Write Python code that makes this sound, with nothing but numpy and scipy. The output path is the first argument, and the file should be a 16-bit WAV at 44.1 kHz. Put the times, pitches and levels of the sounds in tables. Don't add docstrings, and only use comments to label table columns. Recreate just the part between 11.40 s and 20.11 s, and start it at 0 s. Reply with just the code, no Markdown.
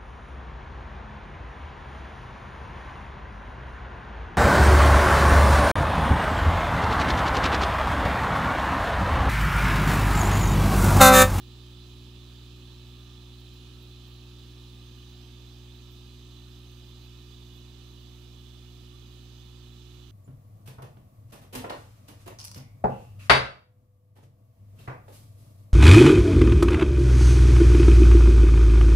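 import sys
import numpy as np
from scipy import signal
from scipy.fft import rfft, irfft, next_fast_len
from scipy.io import wavfile
from scipy.ndimage import uniform_filter1d, map_coordinates

SR = 44100
rng = np.random.default_rng(int(sys.argv[2]) if len(sys.argv) > 2 else 0)


def waveform_to_disk(signal):
    frames = np.transpose(np.atleast_2d(signal))
    scaled = np.clip(frames, -1, 1) * 32767
    samples = np.round(scaled).astype(np.int16)
    wavfile.write(sys.argv[1], SR, samples)


def undo_db(level):
    steps = np.asarray(level, float) / 20
    return 10 ** steps


N = 384111

# multiple of the mains rate, right level in dB rms, left level in dB rms.
COIL_OVERTONES = [(1, -50, -52), (2, -50.3, -51.3), (3, -66, -68.5), (4, -62, -62), (5, -63, -68),
                  (6, -61, -61.3), (7, -87, -75), (8, -87, -81), (9, -81, -87), (10, -78, -91),
                  (12, -81.5, -100), (13, -80.5, -95), (14, -85, -94), (15, -80, -89), (17, -91, -102),
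                  (18, -86, -96), (20, -74, -84), (21, -88, -101), (22, -76, -92), (26, -91, -98),
                  (27, -89, -104), (28, -85, -97), (29, -87, -97), (30, -80, -90), (31, -94, -106)]
# pitch in Hz, right level in dB rms, left level in dB rms.
WHINE = [(51.8, -78, -75), (548.5, -103, -84.5), (715, -82.5, -98), (1840, -101, -106)]
# frequency in Hz, level in dB.
BUZZ = [(4500, -105), (5300, -93), (6600, -100), (7100, -105), (8600, -101), (10500, -104), (11500, -120)]
# multiple of the mains rate, right level in dB rms, left level in dB rms.
RATTLE = [(87, -85, -104), (88, -86, -101), (90, -84, -102), (93, -87, -101), (103, -85, -99),
          (117, -92, -106), (118, -87, -104), (119, -88, -104), (120, -92, -112), (122, -89, -105),
          (124, -92, -110), (126, -91, -106), (128, -92, -106), (129, -90, -105), (130, -93, -112),
          (131, -94, -112), (132, -92, -108), (133, -94, -107), (134, -89, -104), (135, -94, -114),
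          (141, -93, -108), (142, -91, -104), (144, -96, -111), (145, -96, -111), (150, -99, -103),
          (151, -100, -99), (153, -97, -98), (154, -98, -96), (155, -98, -94), (156, -102, -94)]
# centre in Hz, width in Hz, dB per Hz facing, dB per Hz turned away.
HOUSING = [(2556, 198, -90, -92.5), (2943, 154, -87, -85.5), (3166, 140, -85, -87), (3464, 107, -82.5, -82),
           (3622, 166, -85.5, -87.5), (3886, 124, -86.5, -89), (4062, 117, -85.5, -88)]
# frequency in Hz, dB per Hz facing, dB per Hz turned away.
FLOW = [(300, -120, -120), (600, -101, -100), (900, -96.5, -95.5), (1180, -94, -96), (1400, -100, -99),
        (1620, -99, -100.5), (1990, -104, -103), (2200, -100, -99), (2760, -94, -96), (4000, -95.5, -94.5),
        (4460, -110, -110), (5470, -130, -130)]
# frequency in Hz, dB per Hz near the glass, dB per Hz drawn back.
WATER_HISS = [(3040, -125, -125), (4220, -90.5, -94.5), (4350, -92.5, -93.5), (4940, -94, -93),
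              (5060, -96.5, -97.5), (6120, -101, -99), (7130, -102, -102), (7500, -105, -106),
              (8100, -105, -103), (8420, -108, -107), (9140, -113, -110), (10500, -110, -116),
              (11600, -115, -110), (12300, -116, -112), (16000, -114, -113)]
# centre in Hz, width in Hz, level in dB near the glass, change in dB once
# drawn back, share of the common stir in dB.
FROTH = [(6250, 430, -76, 4.5, 1.2), (11300, 620, -80, -5, 1.8), (13700, 1900, -80.5, 3.5, 1),
         (15200, 1400, -79.5, -6, 1.2)]
# start in seconds, peak in dB, pitch in Hz, decay time in seconds (the tail takes
# 2.8 times this to fall by 60 dB).
POPS = [(2.0018, -58, 14600, 0.058), (2.136, -57, 13900, 0.12), (2.4254, -52, 13900, 0.04),
        (2.6803, -59, 14900, 0.071), (2.7347, -60, 15400, 0.1), (2.9911, -62, 15100, 0.11),
        (3.3124, -62, 15500, 0.15), (3.8122, -64, 13900, 0.14), (4.0996, -67, 13300, 0.077),
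        (4.351, -64, 14500, 0.071), (4.5096, -51, 13700, 0.1), (4.6553, -65, 13800, .04),
        (5.0893, -64, 14000, 0.05), (5.3158, -61, 13300, 0.052), (7.7233, -64, 14200, 0.11)]
# start in seconds, peak in dB, pitch in Hz.
GULPS = [
    (7.527, -60, 1145),
]
# middle in seconds, peak in dB rms, centre in Hz, length in seconds.
CLOUDS = [
    (2.34, -76, 11300, .09),
    (4.74, -72, 11400, .06),
    (5.48, -72, 13700, .12),
    (5.65, -71, 12800, .12),
    (6.01, -73, 13300, .06),
    (6.16, -69, 13200, .14),
    (6.62, -72, 14400, .07),
    (6.82, -74, 12300, .14),
]
# middle in seconds, rise in dB.
PUFFS = [
    (.56, 6),
    (1.99, 4),
    (2.42, 3),
    (3.3, 5),
    (5.24, 4),
    (8.11, 5),
    (8.59, 3),
]
# frequency in Hz, dB per Hz.
RUMBLE = [(10, -110), (20, -86), (40, -95), (90, -86), (160, -90.5), (210, -86), (280, -89), (330, -91),
          (450, -96), (570, -106), (800, -125)]
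# time in seconds, turn away from 0 to 1.
TURN = [
    (0, 0),
    (3.2, 0),
    (4.6, 0.32),
    (5.7, .45),
    (6.5, 0.8),
    (7.5, 1),
    (8.71, 1),
]
# frequency in Hz, gain in dB facing, gain in dB turned away.
SHADE = [(500, -9, -10), (740, -7, -15), (1240, -15.5, -16), (2010, -6, -11), (2500, -14.5, -15),
         (2900, -13.5, -21), (3520, -8.5, -12), (4010, -2, -4.5), (4170, -10.5, -11.5), (4600, -11, -16),
         (5070, -13.5, -29), (7000, -17.5, -36), (8700, -14, -33), (11000, -10, -22)]
# frequency in Hz, left-right likeness from 0 to 1.
ALIKE = [(30, 0.52), (100, 0.7), (300, 0.82), (500, 0.4), (900, 0.91), (1500, 0.47), (3500, 0.64),
         (6000, 0.66), (12000, 0.78)]
# frequency in Hz, dB per Hz.
PREAMP = [(300, -116), (2000, -114), (5000, -118), (8000, -123), (10500, -117.5), (16000, -116.5)]

MAINS_HZ = 60.022
PULL_BACK_S, PULL_LASTS_S = 3.36, 0.06
RECEDE_DB = -0.7
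HUM_SHADE_DB = -0.9
FLICKER_DB, DRIFT_DB = 1.3, 0.6
SEETHE_DB, SEETHE_GROWS_DB = -86, 8
SIZZLE_DB, PUFF_S = -80.5, 0.045
POP_PAN_DB = -7
CLOUD_WIDTH = 0.075


def along(points, hz, count=1):
    cols = np.transpose(points)
    return np.interp(np.log(hz + 1), np.log(cols[0] + 1), cols[count])


def curves(rows):
    s, *cols = np.transpose(rows)
    return [np.interp(np.arange(N) / SR, s, c) for c in cols]


def wobble(rate):
    coarse = np.arange(0, N + 64, 64)
    knots = rng.standard_normal(int(N * rate / SR) + 4)
    return np.interp(np.arange(N), coarse, map_coordinates(knots, [coarse * rate / SR]))


def filtered(x, response):
    m = next_fast_len(N + 8192)
    return irfft(rfft(x, m) * response(np.fft.rfftfreq(m, 1 / SR)), m)[..., :N]


def hump(hz, centre_hz, width_hz):
    return (1 + ((hz - centre_hz) / width_hz) ** 2) ** -2


def noise(gain):
    pair = rng.standard_normal((2, N)) * np.sqrt(SR / 2)

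    def mid_and_side(hz):
        angle = np.arccos(np.clip(along(ALIKE, hz), 0, 1)) / 2
        return gain(hz) * [np.cos(angle), np.sin(angle)]
    mid, side = filtered(pair, mid_and_side)
    return np.array([mid + side, mid - side])


def band(centre_hz, width_hz):
    x = noise(lambda hz: 1 / (1 + ((hz - centre_hz) / (width_hz / 2)) ** 4))
    return x / x.std()


def bandpassed(x, order, edges):
    edges = np.clip(edges, 100, SR / 2 - 100)
    y = signal.sosfilt(signal.butter(order, edges, "bandpass", fs=SR, output="sos"), x)
    return y / y.std()


def patchy(x, depth_db):
    z = signal.stft(x, nperseg=512)[2]
    field = uniform_filter1d(rng.standard_normal(z.shape[1:]), size=5, axis=0)
    field = uniform_filter1d(field, size=18, axis=1)
    return signal.istft(z * undo_db(depth_db * field / field.std()), nperseg=512)[1][:, :N]


def mains_phase():
    return np.cumsum(MAINS_HZ + wobble(1) / 150) / SR - 4 / 25


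def wall_phase(hz):
    null = np.arctan((hz - 181) / 8)
    resonance = np.arctan((hz - 351.4) / 4)
    return null - resonance + 2 * np.arctan(25 / hz) - 1.95


def coil(cycles, turn):
    out, shaded = np.zeros((2, N)), undo_db(-7 * turn)
    for multiple, right_db, left_db in COIL_OVERTONES:
        k = round(multiple)
        phase = wall_phase(k * MAINS_HZ) + rng.uniform(0, 2 * np.pi) * (k > 6)
        late = min(0.09 * k, 0.45) * (1 + 0.65 * turn)
        waver = undo_db(3 + min(0.13 * k, 1.8) * wobble(6))
        angle = 2 * np.pi * k * cycles + phase
        out[0] += undo_db(left_db) * waver * (shaded if k > 8 else 1) * np.cos(angle - late)
        out[1] += undo_db(right_db) * waver * np.cos(angle)
    for hz, right_db, left_db in WHINE:
        drift = np.cumsum(hz * (1 + 0.00206 * wobble(2))) / SR
        out += undo_db([[left_db], [right_db]]) * np.sqrt(2) * np.cos(2 * np.pi * drift)
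    return out


def armature(cycles, size=8192):
    hz = np.arange(size // 2 + 1) * MAINS_HZ
    right_db = along(BUZZ, hz) + rng.normal(0, 4.8, len(hz))
    level_db = np.array([right_db - 20, right_db])
    for multiple, right, left in RATTLE:
        level_db[:, round(multiple)] = left, right
    lines = undo_db(level_db + 3) * np.exp(2j * np.pi * rng.random(len(hz))) * (hz < SR / 3)
    shapes = irfft(lines, size) * size / 2
    place = np.arange(size) / size
    rattle = np.array([np.interp(cycles % 1, place, s, period=1) for s in shapes])
    return undo_db(0.48 * wobble(3)) * rattle


def flow(turn, back):
    def body(hz, j):
        modes = sum((undo_db(row[j + 1]) * hump(hz, row[0], row[1])) ** 2 for row in HOUSING)
        return np.sqrt(modes + undo_db(along(FLOW, hz, count=j)) ** 2)

    def blended(density, share):
        white = noise(np.ones_like)
        before, after = (filtered(white, lambda hz: density(hz, j)) for j in (1, 2))
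        return (1 - share) * before + share * after
    hiss = blended(lambda hz, j: undo_db(along(WATER_HISS, hz, count=j)), back)
    rush = patchy(blended(body, turn), depth_db=0.78)
    return rush + undo_db(0.2 * wobble(9)) * patchy(hiss, depth_db=1.3)


def surface(back, turn):
    stir = wobble(18)
    out = np.zeros((2, N))
    for hz, width_hz, db, change_db, stir_db in FROTH:
        level_db = db + change_db * back + stir_db * stir
        level_db = level_db + DRIFT_DB * wobble(2.5) + FLICKER_DB * wobble(25)
        out += undo_db(level_db) * band(hz, width_hz)
    seethe_db = SEETHE_DB + SEETHE_GROWS_DB * turn + 1.5 * stir
    return out + undo_db(seethe_db) * band(centre_hz=12300, width_hz=720)


def bubbles():
    out, t = np.zeros((2, N + SR)), np.arange(SR // 4) / SR
    for s, db, hz, t60 in POPS:
        burst = rng.standard_normal(len(t)) + 6 * (t == t[8])
        spit = bandpassed(burst, 4, [hz - 900, hz + 1300])
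        shape = 0.75 * undo_db(-60 * t / 0.008) + 0.29 * undo_db(-60 * t / (2.8 * t60))
        out[:, round(s * SR):][:, :len(t)] += undo_db([[db - 4.0 + POP_PAN_DB], [db + 0.3]]) * spit * shape
    for s, db, hz in GULPS:
        life = 15 / hz
        swell = t / life * np.exp(1 - t / life)
        ring = swell * np.sin(2 * np.pi * hz * t * (1 + 0.0071 * t / life))
        out[:, round(s * SR):][:, :len(t)] += undo_db([[db - 12], [db]]) * ring
    return out[:, :N]


def clouds():
    out, t = np.zeros((2, N + SR)), np.arange(SR // 4) / SR
    for s, db, hz, length_s in CLOUDS:
        fizz = bandpassed(rng.standard_normal(len(t)), 2, hz * (1 + CLOUD_WIDTH * np.array([-1, 1])))
        swell = np.cos(np.pi * np.clip((t - 1 / 8) / length_s, -0.5, 0.5)) ** 2
        level = undo_db([[db + POP_PAN_DB - 5], [db]])
        out[:, round((s - 1 / 8) * SR):][:, :len(t)] += level * fizz * swell
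    return out[:, :N]


def sizzle():
    t = np.arange(N) / SR
    puffs_db = sum(db * np.clip(1 - abs(t - s) / PUFF_S / 2, 0, 1) for s, db in PUFFS)
    level_db = SIZZLE_DB + puffs_db + 1.3 * wobble(15) + 0.8 * wobble(2)
    return undo_db(level_db) * band(centre_hz=9640, width_hz=1200)[0]


def rumble():
    return undo_db(0.9 * wobble(4)) * noise(lambda hz: undo_db(along(RUMBLE, hz)))


def shade(left, turn):
    facing, away = (filtered(left, lambda hz: undo_db(along(SHADE, hz, count=j))) for j in (1, 2))
    return (1 - turn) * facing + turn * away


def scene():
    t = np.arange(N) / SR
    turn = np.clip(curves(TURN)[0], 0, 1)
    back = (1 + np.tanh((t - PULL_BACK_S) / PULL_LASTS_S)) / 2
    cycles = mains_phase()
    low = coil(cycles, turn) + armature(cycles) + rumble()
    low[0] *= undo_db(HUM_SHADE_DB * (turn - turn.mean()))
    left, right = flow(turn, back) + surface(back, turn)
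    water = np.array([shade(left, turn) + sizzle(), right])
    recede = undo_db(RECEDE_DB * (t / t[-1] - 0.5))
    return recede * (low + water) + bubbles() + clouds()


def band_limit(x):
    return signal.sosfilt(signal.butter(12, 15960, fs=SR, output="sos"), x)


def record(dry):
    white = rng.standard_normal(dry.shape) * np.sqrt(SR / 2)
    hiss = filtered(white, lambda hz: undo_db(along(PREAMP, hz)))
    mix = filtered(dry + hiss, lambda hz: hz < 15770)
    return band_limit(mix)


dry = scene()
out = record(dry)
waveform_to_disk(out)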